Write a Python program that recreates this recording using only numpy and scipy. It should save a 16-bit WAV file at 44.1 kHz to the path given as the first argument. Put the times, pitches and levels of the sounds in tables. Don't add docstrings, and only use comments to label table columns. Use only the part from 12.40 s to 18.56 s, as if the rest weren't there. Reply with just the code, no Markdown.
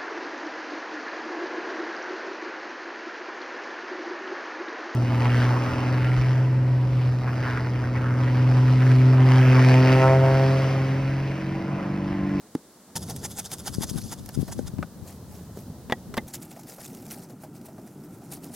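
import sys
import numpy as np
from scipy import signal
from scipy.fft import rfft, irfft
from scipy.io import wavfile
from scipy.ndimage import uniform_filter1d

SR = 44100
rng = np.random.default_rng(int(sys.argv[2]) if len(sys.argv) > 2 else 0)


def wav_record(signal):
    frames = np.transpose(np.atleast_2d(signal))
    bounded = np.clip(frames, -1, 1)
    quanta = np.round(bounded * 32767).astype(np.int16)
    wavfile.write(sys.argv[1], SR, quanta)


N = 271598
TIME_S = np.arange(N) / SR

# t/s, push level/dB, return level/dB, length/s
STROKE_ROWS = [(0.568, -29, -39.5, 0.028), (0.707, -34.5, -47, 0.03), (0.854, -31, -40.5, 0.028),
               (0.995, -31.5, -37, 0.031), (1.136, -33.5, -41.5, 0.031), (1.28, -32.5, -36.5, 0.03),
               (1.435, -28.5, -34.5, 0.026), (1.584, -37, -55, 0.025), (1.73, -34.5, -49, 0.027),
               (1.951, -45, -47, 0.023), (2.128, -37, -46.5, 0.019), (2.28, -42, -63, 0.02)]
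# t/s, level/dB
DRAG_ROWS = [(0.56, -51.5), (1.2, -56.5), (1.4, -51), (1.7, -47.5), (1.76, -62), (2.1, -54.5), (2.35, -68)]
# f/Hz, level/dB
BLADE_COLOUR = [(1500, -38), (2600, -10.5), (3600, -3.5), (4300, 2), (5100, 4.5), (5700, 0), (6400, 3.5),
                (7200, -1), (9000, -1), (11000, 0.5), (12500, -7.5), (16000, -21)]
# f/Hz, level/dB
RING_COLOUR = [(1000, -26), (1220, -13), (1390, -3), (1560, -11.5), (2600, -24), (3200, -11), (3580, -2),
               (4100, -4), (6000, -23.5)]
# f/Hz, level/dB
STICK_COLOUR = [(250, -2), (380, 2), (600, -3), (760, 6.5), (850, 6), (1050, -0.5), (1280, -5), (1550, -4),
                (2000, -4), (2700, -11), (4000, -20)]
# t/s, level/dB, length/s
SWEEP_ROWS = [(2.687, -50, 0.084), (2.942, -57.5, 0.15), (3.18, -55, 0.093), (3.887, -46.5, 0.025),
              (3.944, -36, 0.025), (4.029, -43, 0.032), (4.116, -48, 0.028), (4.195, -49.5, 0.029),
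              (4.288, -44.5, 0.031), (4.409, -46, 0.029), (4.446, -45.5, 0.037), (4.718, -39, 0.038),
              (4.766, -54.5, 0.064), (4.833, -54, 0.037), (4.902, -60, 0.048), (5.022, -56.5, 0.053),
              (5.157, -56.5, 0.049), (5.258, -48.5, 0.025), (5.471, -52, 0.022), (5.645, -62, 0.04),
              (5.74, -63, 0.06), (5.846, -58.5, 0.051), (5.93, -43.5, 0.056), (6.05, -50.5, 0.068),
              (6.146, -44, 0.057)]
# t/s, level/dB
HANDFUL_ROWS = [(3.87, -56), (4.25, -61), (4.32, -49), (4.39, -59), (4.5, -54.5), (4.68, -54.5), (4.8, -59),
                (4.95, -77), (5.4, -63.5), (6.15, -68)]
# f/Hz, level/dB
LEAF_COLOUR = [(500, -3), (1200, -6.5), (2300, -2.5), (3300, -5), (5200, 0.5), (7500, -0.5), (10500, 0.5),
               (13000, 0.5), (16000, -7)]
# f/Hz, level/dB
SOIL_COLOUR = [(200, -1.5), (400, 4.5), (800, 6.5), (1100, -9), (1450, -7), (2100, -13.5), (3200, -18.5),
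               (6000, -12)]
# t/s, level/dB
SNAP_ROWS = [(0.5623, -12.5), (0.762, -17.5), (0.9851, -15), (1.1154, -18.5), (1.1834, -25), (1.5579, -29),
             (1.615, -31), (1.8598, -23), (1.8896, -21.5), (2.018, -31), (2.078, -29), (3.9355, -28),
             (4.2334, -30.5), (4.5484, -27.5), (4.6646, -29), (5.2131, -37), (6.0428, -26)]
# t/s, level/dB
CLOD_ROWS = [(1.881, -40.5), (2.079, -34), (4.161, -38), (4.382, -36), (4.624, -41), (4.898, -40),
             (5.034, -36), (5.283, -39.5), (5.379, -41), (5.816, -45), (5.969, -44), (6.095, -43)]
# f/Hz, level/dB
EARTH_COLOUR = [(200, -7), (420, -5), (680, 9), (900, -4), (1100, -7), (1450, -12), (2100, -17),
                (3200, -24), (6000, -22)]
# t/s, level/dB, pitch factor, crack level/dB, low-mode level/dB, contact cutoff f/Hz
KNOCK_ROWS = [(1.8911, -33, 0.8, 4, -18, 3000), (2.384, -38.5, 0.77, 5.5, -7, 3970),
              (2.427, -18.5, 0.73, 0.5, 1, 1500), (3.498, -23.5, 1.0, 2, 9, 2500),
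              (3.509, -29.5, 1, 0, 3, 6000), (3.5223, -5.5, 0.97, -5.5, -3.5, 3370),
              (3.7405, -27.5, 1.0, 5, 5, 9000), (3.769, -26, 0.79, 4.5, -20, 12000),
              (3.776, -17, 0.93, -0.5, 6.5, 12200), (3.7806, -11, 1.03, -8.5, -3, 2600)]
# f/Hz, level/dB, t60/s
POLE_MODES = [(237, -4, 0.061), (370, -17, 0.092), (540, -11, 0.034), (757, -3, 0.024), (783, -8, 0.05),
              (844, -4.5, 0.038), (1060, -2, 0.006), (1430, -20, 0.018), (1720, -9, 0.032), (1980, 0, 0.04),
              (2002, 5, 0.011), (2400, -21, 0.033), (2950, -12.5, 0.022), (3440, -10.5, 0.03),
              (3750, -4.5, 0.012), (4550, -40, .016), (4970, -25, 0.023)]
# f/Hz, level/dB
CRACK_COLOUR = [(200, -0.5), (800, 7.5), (3700, -9.0), (4500, -8.5), (9000, -14), (16000, -10)]
# t/s, level/dB, pitch factor, tick level/dB
THUD_ROWS = [(0.1505, -10.5, 1.02, -16.5), (2.1907, -23.5, 1.85, -17), (2.3904, -27.5, 1.12, -30),
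             (3.172, -27, 1.47, -18)]
# f/Hz, level/dB, t60/s
THUD_MODES = [(163, -11, 0.043), (255, -1, 0.034), (322, -7, 0.041), (426, -7.5, 0.025),
              (840, -19.5, 0.025), (1550, -38, 0.014)]
# f/Hz, level/dB
TICK_COLOUR = [(500, 9), (2000, 4.5), (2600, -2.5), (6000, -4.0), (16000, -15)]
# t/s, level/dB, swing f/Hz
BUFFET_ROWS = [(1.383, -5, 149), (1.408, -14.5, 180), (1.513, -11, 142), (1.558, -9.5, 119),
               (1.974, -5, 152), (1.989, -6.5, 129), (1.997, -11, 190), (2.028, -9, 192),
               (2.192, -9.5, 204), (2.337, -13, 130), (2.389, -8.5, 172)]
# f/Hz, level/dB
SLAP_COLOUR = [(100, -1), (400, 5.5), (700, -3.0), (2000, -43.0)]
# t/s, level/dB, length/s
GUST_ROWS = [(1.41, -29.5, 0.24), (1.57, -29.5, 0.23), (1.82, -31, 0.085), (2.0, -29, 0.13),
             (2.19, -27, 0.18), (2.4, -29, 0.087), (2.6, -38.5, 0.077), (2.9, -40, 0.068), (3.5, -41, 0.08),
             (3.715, -31.5, 0.088)]
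# f/Hz, level/dB
WIND_COLOUR = [(20, -40), (45, -2), (80, 3.5), (130, 2), (200, 1.5), (300, -6), (500, -27), (1000, -37),
               (2500, -46)]
# f/Hz, level/dB
FOREST_COLOUR = [(18, -50), (30, -17), (225, 6), (996, -9.5), (1170, -10), (1290, -11), (2070, -16.5),
                 (2550, -21.5), (3880, -17), (5310, -17.5), (8280, -17), (11600, -20.5), (15500, -25)]
# f/Hz, level/dB
FRAME_COLOUR = [(18, -19), (30, -32), (81, -1.5), (197, -1.5), (237, -5.5), (277, -9.5), (307, -11.5),
                (467, -15.5), (787, -23), (1020, -27), (1770, -36), (2360, -43.5), (3980, -38),
                (15500, -42)]
# f/Hz, level/dB
HOLLOW_COLOUR = [(18, -62), (30, -20.5), (77, -13.5), (140, 0.5), (237, -0.5), (369, -6.5), (505, -18),
                 (874, -20.5), (1110, -30), (1330, -24.5), (1720, -35), (2760, -40.5), (3590, -44),
                 (7460, -40), (15500, -44)]
# t/s, level/dB
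RUMBLE_ROWS = [(.56, -38.5), (.85, -39), (1.0, -45), (1.2, -43.5), (1.45, -39.5), (1.9, -45.5), (2.5, -44),
               (3.05, -43), (3.86, -41.5)]
# t/s, level/dB
STIR_ROWS = [(3.88, -44), (4.4, -48.5), (4.56, -44.5), (4.75, -45), (5.0, -47), (5.15, -44), (5.82, -44.5),
             (5.93, -41.5), (6.15, -44.5)]
# f/Hz, level/dB
PORT_WIDTH = [(60, -8), (250, -21), (1200, -23), (2400, -33), (4400, -3.5), (8000, -6.5), (15000, 2)]
# f/Hz, level/dB
BACKGROUND_WIDTH = [(60, -17), (200, -28), (380, -24), (700, -15.5), (1300, -14.5), (2400, -15), (4400, -6),
                    (8000, -3), (15000, -2.5)]
# t/s, level/dB
AIR_WIDTH_ROWS = [(3.86, 3.5), (3.9, -33), (4.4, -7), (4.9, -2.5), (6.1, 2.5)]

FRAME_S, HOLLOW_S = 0.555, 3.87
TOP_HZ = 16000
STROKE_RISE, RETURN_RISE, SWEEP_RISE, GUST_RISE = 0.62, 0.53, 0.35, 0.44
RETURN_S, RETURN_STRETCH = 0.064, 0.85
STICK_PUSH_DB, STICK_RETURN_DB = -8, -13.5
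RING_DB, RING_FOLLOW = -19.5, 0.71
SOIL_DB, SOIL_FOLLOW = -42, 0.2
HANDFUL_SOIL_DB = -2
BUFFET_T60_S, LULL_DB = 0.019, -59.5


def undb(db):
    return 10 ** (np.asarray(db) / 20)


def unit(x):
    return x / np.sqrt(np.mean(x ** 2))


def curve(rows):
    return undb(np.interp(TIME_S, *np.transpose(rows)))


def colour(x, points):
    hz, db = np.transpose(points)
    size = 4096
    grid_hz = np.maximum(np.fft.rfftfreq(size, 1 / SR), 1)
    gain = undb(np.interp(np.log(grid_hz), np.log(hz), db))
    cepstrum = irfft(np.log(gain))
    cepstrum[1:size // 2] *= 2
    cepstrum[size // 2 + 1:] = 0
    impulse = irfft(np.exp(rfft(cepstrum)))
    return signal.fftconvolve(x, impulse)[:len(x)]


def high_pass(x, cutoff_hz):
    return signal.sosfilt(signal.butter(2, cutoff_hz, "high", fs=SR, output="sos"), x)


def walk(rate_hz):
    step = max(int(SR / rate_hz), 1)
    held = np.repeat(rng.standard_normal(N // step + 1), step)
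    return unit(uniform_filter1d(held, step)[:N])


def add(track, t_s, sound):
    i = int(t_s * SR)
    track[i:i + len(sound)] += sound[:N - i]


def fade(t60_s, length_s=0.17):
    return undb(-60 * TIME_S[:int(length_s * SR)] / t60_s)


def ring(hz, t60_s):
    decay = fade(t60_s)
    return decay * np.sin(2 * np.pi * hz * TIME_S[:len(decay)])


def burst(t60_s):
    decay = fade(t60_s)
    return decay * rng.standard_normal(len(decay))


def clicks(rate_hz, spread_db):
    out = np.zeros(N)
    at = np.flatnonzero(rng.random(N) < rate_hz / SR)
    out[at] = undb(spread_db * np.clip(rng.standard_normal(N)[at], -2, 2))
    return unit(out * rng.choice([-1, 1], N))


def grit(rate_hz, spread_db, patchy_db, shared):
    edges_hz = np.geomspace(1500, 18000, num=19) - 1350
    rings = np.zeros(N)
    for band_hz in zip(edges_hz[:-1], edges_hz[1:]):
        band_pass = signal.butter(2, band_hz, "band", fs=SR, output="sos")
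        ringing = signal.sosfilt(band_pass, clicks(rate_hz / 3, spread_db))
        rings += ringing * undb(patchy_db * walk(70))
    return unit(unit(rings) + shared * clicks(rate_hz, spread_db))


def swells(rows, rise_share):
    power = np.zeros(N)
    for t_s, db, length_s in rows:
        d = (TIME_S - t_s) / length_s
        near = np.abs(d) < 4
        d = d[near]
        width = np.where(d < 0, rise_share, 1 - rise_share)
        power[near] += undb(db) ** 2 * np.exp(-2 * np.abs(d / width) ** 1.5)
    return np.sqrt(power)


def ports(mid, width_db, lag_samples):
    delay = -lag_samples / 2 * np.gradient(mid)
    scatter = colour(mid * walk(500), PORT_WIDTH) * undb(width_db)
    side = delay + scatter
    return np.array([mid + side, mid - side])


def scraping():
    pushes = [(t_s, db, length_s) for t_s, db, _, length_s in STROKE_ROWS]
    returns = [(t_s + RETURN_S, db, length_s * RETURN_STRETCH) for t_s, _, db, length_s in STROKE_ROWS]
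    push, back = swells(pushes, STROKE_RISE), swells(returns, RETURN_RISE)
    drag = curve(DRAG_ROWS) * (TIME_S < DRAG_ROWS[-1][0])
    bright = np.hypot(push, back)
    dull = np.hypot(push * undb(STICK_PUSH_DB), back * undb(STICK_RETURN_DB))
    fibres = grit(rate_hz=2600, spread_db=3.5, patchy_db=3.5, shared=1.0) * undb(1.4 * walk(350))
    steel = unit(colour(fibres, BLADE_COLOUR)) * np.hypot(bright, drag)
    ringing = unit(colour(fibres, RING_COLOUR)) * bright ** RING_FOLLOW * undb(RING_DB)
    wood_grit = grit(rate_hz=1500, spread_db=1.0, patchy_db=4.5, shared=0.41)
    wood = unit(colour(wood_grit, STICK_COLOUR)) * dull * undb(2.5)
    return ports((steel + ringing + wood) * (TIME_S > FRAME_S), width_db=-7.0, lag_samples=1.0)


def scooping():
    in_hollow = TIME_S > HOLLOW_S
    handful = curve(HANDFUL_ROWS) * in_hollow
    bright = np.hypot(swells(SWEEP_ROWS, SWEEP_RISE), handful)
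    rubs = [(t_s, SOIL_DB + SOIL_FOLLOW * db, length_s) for t_s, db, length_s in SWEEP_ROWS]
    dull = np.hypot(swells(rubs, SWEEP_RISE), handful * undb(HANDFUL_SOIL_DB))
    clusters = unit(undb(2.0 * walk(200)))
    crackle = grit(rate_hz=1100, spread_db=5.0, patchy_db=2.5, shared=0.6)
    leaves = unit(colour(crackle * clusters, LEAF_COLOUR)) * bright * undb(0.25)
    grains = grit(rate_hz=1500, spread_db=6.0, patchy_db=3.5, shared=0.68)
    soil = unit(colour(grains, SOIL_COLOUR)) * dull * undb(1.0)
    sparse = grit(rate_hz=72, spread_db=-3.0, patchy_db=-2.0, shared=0.65)
    click_bed = unit(colour(sparse, LEAF_COLOUR)) * in_hollow * undb(-77)
    return ports(leaves + soil + click_bed, width_db=-8.5, lag_samples=0.064)


def knocks():
    out = np.zeros(N)
    for t_s, db, pitch, crack_db, low_db, cutoff_hz in KNOCK_ROWS:
        body = 0
        for k, (hz, mode_db, t60_s) in enumerate(POLE_MODES):
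            mode = ring(hz * pitch * rng.normal(1, 0.0068), t60_s)
            body = body + (-1) ** (k // 2) * mode * undb(mode_db + low_db * (hz < 400))
        crack = colour(burst(0.033), CRACK_COLOUR)
        contact = signal.butter(1, cutoff_hz, fs=SR)
        blow = signal.lfilter(*contact, undb(-7.0) * body + undb(crack_db) * crack)
        add(out, t_s, undb(db) * blow)
    return ports(out, width_db=-3.5, lag_samples=0.99)


def ticks(rows, points, rise_s, t60_s, level_db):
    out = np.zeros(N)
    for t_s, db in rows:
        crumble = burst(t60_s)
        onset = 1 - np.exp(-TIME_S[:len(crumble)] / rise_s)
        tick = colour(crumble * onset, points)
        add(out, t_s, tick / np.abs(tick).max() * undb(db + level_db))
    return ports(out, width_db=-6.5, lag_samples=0.18)


def snaps():
    return ticks(SNAP_ROWS, LEAF_COLOUR, rise_s=0.00047, t60_s=0.019, level_db=-7.5)


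def clods():
    return ticks(CLOD_ROWS, EARTH_COLOUR, rise_s=0.0017, t60_s=0.076, level_db=2.0)


def thuds():
    out = np.zeros(N)
    for t_s, db, pitch, tick_db in THUD_ROWS:
        body = 0
        for k, (hz, mode_db, t60_s) in enumerate(THUD_MODES):
            body = body + (-1) ** (k // 2) * undb(mode_db) * ring(hz * pitch, t60_s)
        tick = colour(burst(0.02), TICK_COLOUR)
        add(out, t_s, undb(db) * (body + undb(tick_db) * tick))
    return ports(high_pass(out, 130), width_db=-8.0, lag_samples=0.84)


def wind_rumble():
    return unit(colour(rng.standard_normal(N), WIND_COLOUR) * undb(4.9 * walk(45)))


def breeze():
    slaps = np.zeros(N)
    for t_s, db, hz in BUFFET_ROWS:
        add(slaps, t_s, undb(db) * ring(hz, BUFFET_T60_S))
    slaps = high_pass(colour(slaps, SLAP_COLOUR), 69)
    exposed = (TIME_S > FRAME_S) & (TIME_S < HOLLOW_S)
    strength = exposed * np.hypot(swells(GUST_ROWS, GUST_RISE), undb(LULL_DB))
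    left, right = wind_rumble() * strength, wind_rumble() * strength
    return np.array([left + slaps, right * undb(-10.5)])


def air(points):
    bed = unit(colour(rng.standard_normal(N), points))
    low = signal.sosfiltfilt(signal.butter(2, 900, fs=SR, output="sos"), bed)
    return bed - low, low * undb(1.4 * walk(25))


def ambience():
    by_log = sum(air(FOREST_COLOUR)) * undb(-52.5) * (TIME_S < FRAME_S)
    hiss, rumble = air(FRAME_COLOUR)
    by_frame = hiss * undb(-39.5) + rumble * curve(RUMBLE_ROWS)
    by_frame = by_frame * (TIME_S >= FRAME_S) * (TIME_S < HOLLOW_S)
    hiss, rumble = air(HOLLOW_COLOUR)
    in_hollow = (hiss * undb(-42.5) + rumble * curve(STIR_ROWS)) * (TIME_S >= HOLLOW_S)
    return by_log + by_frame + in_hollow


def background():
    mid = ambience()
    side = colour(ambience(), BACKGROUND_WIDTH) * curve(AIR_WIDTH_ROWS)
    return np.array([mid + side, mid - side])


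def scene():
    work = scraping() + scooping() + knocks() + snaps() + clods() + thuds()
    return work + breeze() + background()


def record(dry):
    return signal.sosfilt(signal.ellip(10, 0.2, 80, TOP_HZ, fs=SR, output="sos"), dry)


dry = scene()
out = record(dry)
wav_record(out)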